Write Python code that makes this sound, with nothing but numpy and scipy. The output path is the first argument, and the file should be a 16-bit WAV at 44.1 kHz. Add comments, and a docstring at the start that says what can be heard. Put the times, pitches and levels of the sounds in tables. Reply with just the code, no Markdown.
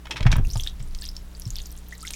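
"""Mains hum and faint hiss sit in a small room throughout. First a camera is tilted by hand: its plastic
mount crackles as it rubs, takes soft low bumps and sways with a deep rumble. From about 0.4 s, as the
handling eases, a few drops ping. Then water is poured from a glass cup onto a shallow tray: droplets ping
and spatter in a fine spray, and a few bubbles sing. The mount bumps once more near 1.5 s, and the drops
patter on to the end."""
import sys
import numpy as np
from scipy import signal
from scipy.fft import rfft, irfft
from scipy.io import wavfile
from scipy.ndimage import uniform_filter1d

SR = 44100
rng = np.random.default_rng(int(sys.argv[2]) if len(sys.argv) > 2 else 0)


def dump(signal):
    """Clip the signal to [-1, 1] and save it as 16-bit WAV at the path in sys.argv[1]."""
    limited = np.clip(np.atleast_2d(signal).T, -1, 1)
    pcm = np.round(limited * 32767).astype(np.int16)
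    wavfile.write(sys.argv[1], SR, pcm)


N = 94815


def undb(db):
    """Decibels to gain."""
    return 10 ** (np.asarray(db) / 20)


def unit_rms(x):
    """Normalise to an rms of 1."""
    return x / np.sqrt(np.mean(x ** 2))


def resonate(x, hz, width_hz):
    """Two-pole resonance, unity gain at the centre."""
    centre = min(hz, .45 * SR)
    q = centre / min(width_hz, .3 * SR)
    return signal.lfilter(*signal.iirpeak(centre, q, SR), x)


def band(x, hz, width_hz):
    """Band-pass: a resonance, then one twice as wide to steepen the skirts."""
    return resonate(resonate(x, hz, width_hz), hz, 2 * width_hz)


def place(out, start, sound):
    """Mix a one-shot in at a start time in seconds."""
    i = int(start * SR)
    out[i:i + len(sound)] += sound[:N - i]


def ping(db, hz, decay_ms, attack_cycles=1.1, glide_per_cycle=.006):
    """A bubble swells within a cycle or two and rings briefly, bending up in pitch."""
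    t = np.arange(int(SR * decay_ms * .008) + 8) / SR
    envelope = (1 - np.exp(-hz * t / attack_cycles)) * np.exp(-t * 1000 / decay_ms)
    phase = 2 * np.pi * hz * t * (1 + glide_per_cycle * hz * t / 2)
    return undb(db) * envelope / envelope.max() * np.sin(phase)


# Droplet and bubble pings: t/s, level/dB, f/Hz, decay/ms
DROPLETS = [(0.3667, -20.5, 11760, 0.18), (0.449, -35.5, 2550, 2.7), (0.471, -28, 6300, 0.18),
            (0.502, -29.5, 4840, 2.4), (0.5117, -27.5, 5230, 1.6), (0.5335, -28.5, 5620, 4.2),
            (0.558, -29.5, 4830, 2.5), (0.5711, -27.5, 3340, 0.31), (0.5718, -33, 8730, 2.4),
            (0.5776, -26, 6900, 0.45), (0.5976, -19.5, 3265, 1.5), (0.6072, -26.5, 5940, 1),
            (0.636, -23, 5100, 0.26), (0.6382, -30.5, 8400, 0.49), (0.6456, -35, 3440, 2.1),
            (0.665, -35, 1700, 1.2), (0.6734, -17, 3570, 1.65), (0.8272, -39.5, 7770, 1.1),
            (0.949, -21.5, 5200, 0.12), (0.9877, -32, 5000, 0.97), (1.0126, -32, 7950, 1.6),
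            (1.0217, -23.5, 4600, 0.66), (1.022, -45.5, 1644, 10), (1.038, -40, 4930, 2.6),
            (1.053, -26.5, 4850, 0.86), (1.06, -33, 5620, 1.9), (1.067, -30.5, 3700, 0.59),
            (1.0886, -27, 4920, 2.2), (1.1662, -22, 5085, 1.23), (1.3503, -37, 4480, 2.1),
            (1.37, -44, 7300, 1), (1.3978, -27.5, 10640, 0.6), (1.4198, -29, 5480, 0.66),
            (1.454, -34, 5220, 2.4), (1.4767, -32.5, 7040, 0.57), (1.5047, -23, 6670, 0.99),
            (1.5354, -47, 7200, 0.42), (1.557, -20.5, 4980, 0.37), (1.5658, -34, 12200, 0.7),
            (1.566, -27, 3430, 1.1), (1.5855, -24, 4450, 0.81), (1.5922, -31, 3000, 0.53),
            (1.6029, -29.5, 3600, 0.81), (1.6177, -31, 6430, 0.88), (1.636, -39.0, 4850, 0.89),
            (1.657, -32.5, 5700, 0.65), (1.659, -30.5, 6630, 0.89), (1.666, -37, 4700, 0.98),
            (1.6689, -33.5, 12800, 0.29), (1.692, -51, 4200, 0.48), (1.706, -36, 5570, 1.3),
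            (1.7165, -34.5, 13500, 0.79), (1.7243, -35, 9540, 0.76), (1.776, -32.5, 7000, 0.71),
            (1.787, -36, 9300, .7), (1.8857, -36.5, 14200, 0.83), (1.9246, -30.5, 1865, 5.7),
            (1.98, -32.5, 8100, 0.48), (2.0075, -35.5, 6800, 0.75), (2.014, -34.5, 5240, 0.72),
            (2.0195, -36, 4600, 1.4), (2.028, -28, 8900, 0.33), (2.03, -40, 1253, 21),
            (2.0505, -30, 2024, 2.3), (2.059, -56, 6400, 0.72), (2.0687, -25.5, 5200, 0.81),
            (2.0715, -30, 8060, 0.77), (2.0757, -21.5, 3600, 0.41), (2.081, -27, 6100, 1.1),
            (2.106, -17, 4000, 0.1), (2.108, -20.5, 9000, 0.26), (2.136, -18, 5900, 0.14),
            (2.139, -31, 2320, 2.4), (2.141, -34, 6400, 3)]
def droplets(splat_db=-9.5, splat_ms=1.81, fizz_db=2, fizz_from_hz=4300):
    """Each drop layers a ping, a wet splat and, on the small high ones, a fizzing tail."""
    out = np.zeros(N)
    ms = np.arange(SR // 20) * 1000 / SR
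    for start, db, hz, decay_ms in DROPLETS:
        place(out, start, ping(db, hz, decay_ms))
        noise = rng.standard_normal(len(ms))
        splat = band(noise * np.exp(-ms / splat_ms), 1.025 * hz, width_hz=hz)
        fizz = band(noise * np.exp(-ms / (1.98 * decay_ms)), hz, width_hz=.22 * hz)
        fizz /= 1 + (fizz_from_hz / hz) ** 4
        place(out, start, undb(db + splat_db) * splat + undb(db + fizz_db) * fizz)
    return out


def spray(drops, start=.44, per_second=1100, lowest_hz=3000, octaves=2.3, floor_db=-62, follow_db=-3.5):
    """A mist of tiny random pings that swells around the distinct drops."""
    mist = np.zeros(N)
    gap, loudness, pitch = rng.random((6000, 3)).T
    times = start + np.cumsum(-np.log(1 - gap)) / per_second
    levels_db = -8 * np.log10(1 - loudness)  # one in ten is over 8 dB above the faintest
    for onset, db, hz in zip(times[times < N / SR], levels_db, lowest_hz * 2 ** (pitch * octaves)):
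        place(mist, onset, ping(db, hz, decay_ms=.4))
    window = int(.035 * SR)  # envelope follower, smoothed twice over 35 ms
    splashing = uniform_filter1d(uniform_filter1d(np.abs(drops), window), window)
    return unit_rms(mist) * (undb(floor_db) + undb(follow_db) * splashing)


# Body resonances of the mount's plastic: f/Hz, width/Hz, relative level/dB
PLASTIC_MODES = [(403, 213, 10.5), (673, 132, 7), (863, 166, 6.5), (1588, 50, 1), (2315, 93, 0.5),
                 (3080, 140, -4), (3460, 180, -5), (5270, 260, 1.5)]
def plastic_body(rub, detune=.037, scatter_db=3):
    """The plastic rings; each rub grips it a little differently, nudging its pitches and levels."""
    body = np.zeros(len(rub))
    for hz, width_hz, db in PLASTIC_MODES:
        pitch_nudge, level_nudge = rng.standard_normal(2)
        mode = resonate(rub, hz * (1 + detune * pitch_nudge), width_hz)
        body += undb(db + scatter_db * level_nudge) * mode
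    return body


# Crackling rubs of the mount: t/s, drive level/dB, decay/ms, centre f/Hz
MOUNT_RUBS = [(0.053, -33.5, 3.6, 2260), (0.068, -30.5, 2.7, 2130), (0.094, -40, 66, 444),
              (0.1083, -21, 11.7, 2740), (0.158, -30.5, 16, 2120), (0.167, -26, 9.6, 2900),
              (0.197, -33.5, 16, 497), (0.2066, -20.5, 1.8, 2220), (0.2273, -24.5, 3.7, 2860),
              (.252, -28, 8, 1230), (0.2652, -21.5, 8.2, 2200), (.304, -31, 7.1, 1580),
              (0.316, -20.5, 9.7, 3450), (0.3261, -18, 4.1, 2320), (0.355, -28, 8.4, 1930),
              (0.38, -32, 9.4, 1440), (0.395, -35, 3.5, 490), (0.554, -32.5, 5.4, 790),
              (.796, -40.5, 3.3, 3370)]
def mount_rubs(clicks_per_second=7000, scatter_db=10, direct_db=-1, body_gain=2):
    """Bursts of dense, uneven friction clicks excite the plastic."""
    trigger, polarity, strength = rng.random((N, 3)).T
    clicks = (trigger < clicks_per_second / SR) * np.sign(polarity - .5)
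    clicks = unit_rms(clicks * undb(scatter_db * strength))
    out = np.zeros(N)
    ms = np.arange(SR // 6) * 1000 / SR
    for start, db, decay_ms, hz in MOUNT_RUBS:
        attack_ms = .079 / undb(db)  # fainter rubs swell more slowly
        envelope = np.minimum(ms / attack_ms, np.exp(-(ms - attack_ms) / decay_ms))
        i = int(start * SR)
        rub = undb(db) * band(clicks[i:i + len(ms)] * envelope, hz, width_hz=hz)
        place(out, start, undb(direct_db) * rub + body_gain * plastic_body(rub))
    return out


# Thumps carried through the mount: t/s, level/dB, f/Hz, t60/s
MOUNT_BUMPS = [(0.146, -34, 126, 0.2), (0.21, -3.5, 76.6, 0.022), (0.228, -14, 53.4, 0.29),
               (0.257, -1.5, 122.3, 0.11), (0.293, -13.5, 109, 0.18), (0.319, -7.5, 27.2, 0.07),
               (0.334, -1, 116, 0.027), (.364, -4.5, 77.6, 0.051), (.382, -9, 109.2, 0.11),
               (0.397, -3, 147, 0.014), (0.446, -25, 99, 0.17), (0.557, -14, 110, 0.12),
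               (0.8, -27, 123.4, 0.14), (1.464, -18.5, 111.6, 0.11)]
def mount_bumps(attack_ms=2.52, overtone_ratio=2.3, overtone_db=-25):
    """Soft blows set the mount ringing: a low tone with one faint overtone."""
    out = np.zeros(N)
    t = np.arange(SR // 3) / SR
    for start, db, hz, t60 in MOUNT_BUMPS:
        phase = 2 * np.pi * hz * t
        tone = np.sin(phase) + undb(overtone_db) * np.sin(overtone_ratio * phase)
        envelope = (1 - np.exp(-t * 1000 / attack_ms)) * 1000 ** (-t / t60)
        place(out, start, undb(db) * tone * envelope)
    return out


# Fader ride on the mount's sway: t/s, level/dB
SWAY_LEVELS = [(0, -52), (.18, -44), (.25, -17), (.45, -16.5), (.62, -29), (.74, -31), (.96, -33),
               (1.02, -35), (1.48, -44.5), (1.53, -31.5), (1.62, -33), (1.8, -42), (1.95, -44.5),
               (2.15, -38.5)]
def mount_sway():
    """Random pushes on the mount's slow resonance make a sub-bass rumble."""
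    fader = undb(np.interp(np.arange(N) / SR, *np.array(SWAY_LEVELS).T))
    rumble = band(rng.standard_normal(N), hz=24.2, width_hz=17.6)
    return fader * unit_rms(rumble)


# Mains fundamental and harmonics: f/Hz, rms level/dB
HUM_PARTIALS = [(60, -42.5), (120, -59), (180, -54), (240, -67), (300, -63), (420, -69)]
def mains_hum():
    """A steady bed of mains sines, each at a random phase."""
    t = np.arange(N) / SR
    return sum(undb(db) * np.sqrt(2) * np.sin(2 * np.pi * (hz * t + rng.random()))
               for hz, db in HUM_PARTIALS)


# EQ curve of the room hiss: f/Hz, relative level/dB
HISS_EQ = [(120, -4), (200, -7.5), (1200, -14), (5000, -23), (16000, -28.5)]
def room_hiss(rms_db=-54):
    """Faint, smooth noise that darkens towards the top."""
    bin_hz = np.arange(N // 2 + 1) * SR / N + 1  # 1 Hz up keeps the log finite
    hz, db = np.array(HISS_EQ).T
    eq = undb(np.interp(np.log(bin_hz), np.log(hz), db))
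    hiss = irfft(rfft(rng.standard_normal(N)) * eq, N)
    return undb(rms_db) * unit_rms(hiss)


def small_room(x, echo_ms=3.3, echo_db=-16.5, t60=.12, tail_db=-13, damping_hz=6300):
    """Tight reverb: the direct sound, one early reflection and a short diffuse tail."""
    t = np.arange(SR // 4) / SR
    response = signal.lfilter(*signal.butter(1, damping_hz, fs=SR), rng.standard_normal(len(t)))
    response *= 1000 ** (-t / t60) * np.minimum(t * 1000 / echo_ms, 1)
    response *= undb(tail_db) / np.sqrt(np.sum(response ** 2))
    response[0] = 1  # direct sound
    response[int(echo_ms * SR / 1000)] += undb(echo_db)
    return signal.fftconvolve(x, response)[:N]


def scene():
    """Mono mix: water and rubs go through the room; bumps, sway, hum and hiss stay dry."""
    drops = droplets()
    water = drops + spray(drops)
    in_room = small_room(water + mount_rubs())
    return (in_room + mount_bumps() + mount_sway() + mains_hum() + room_hiss())[None]


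def record(dry, cutoff_hz=16750):
    """A steep high cut on the whole mix."""
    return signal.sosfilt(signal.ellip(10, .2, 60, cutoff_hz, fs=SR, output="sos"), dry)


dry = scene()
out = record(dry)
dump(out)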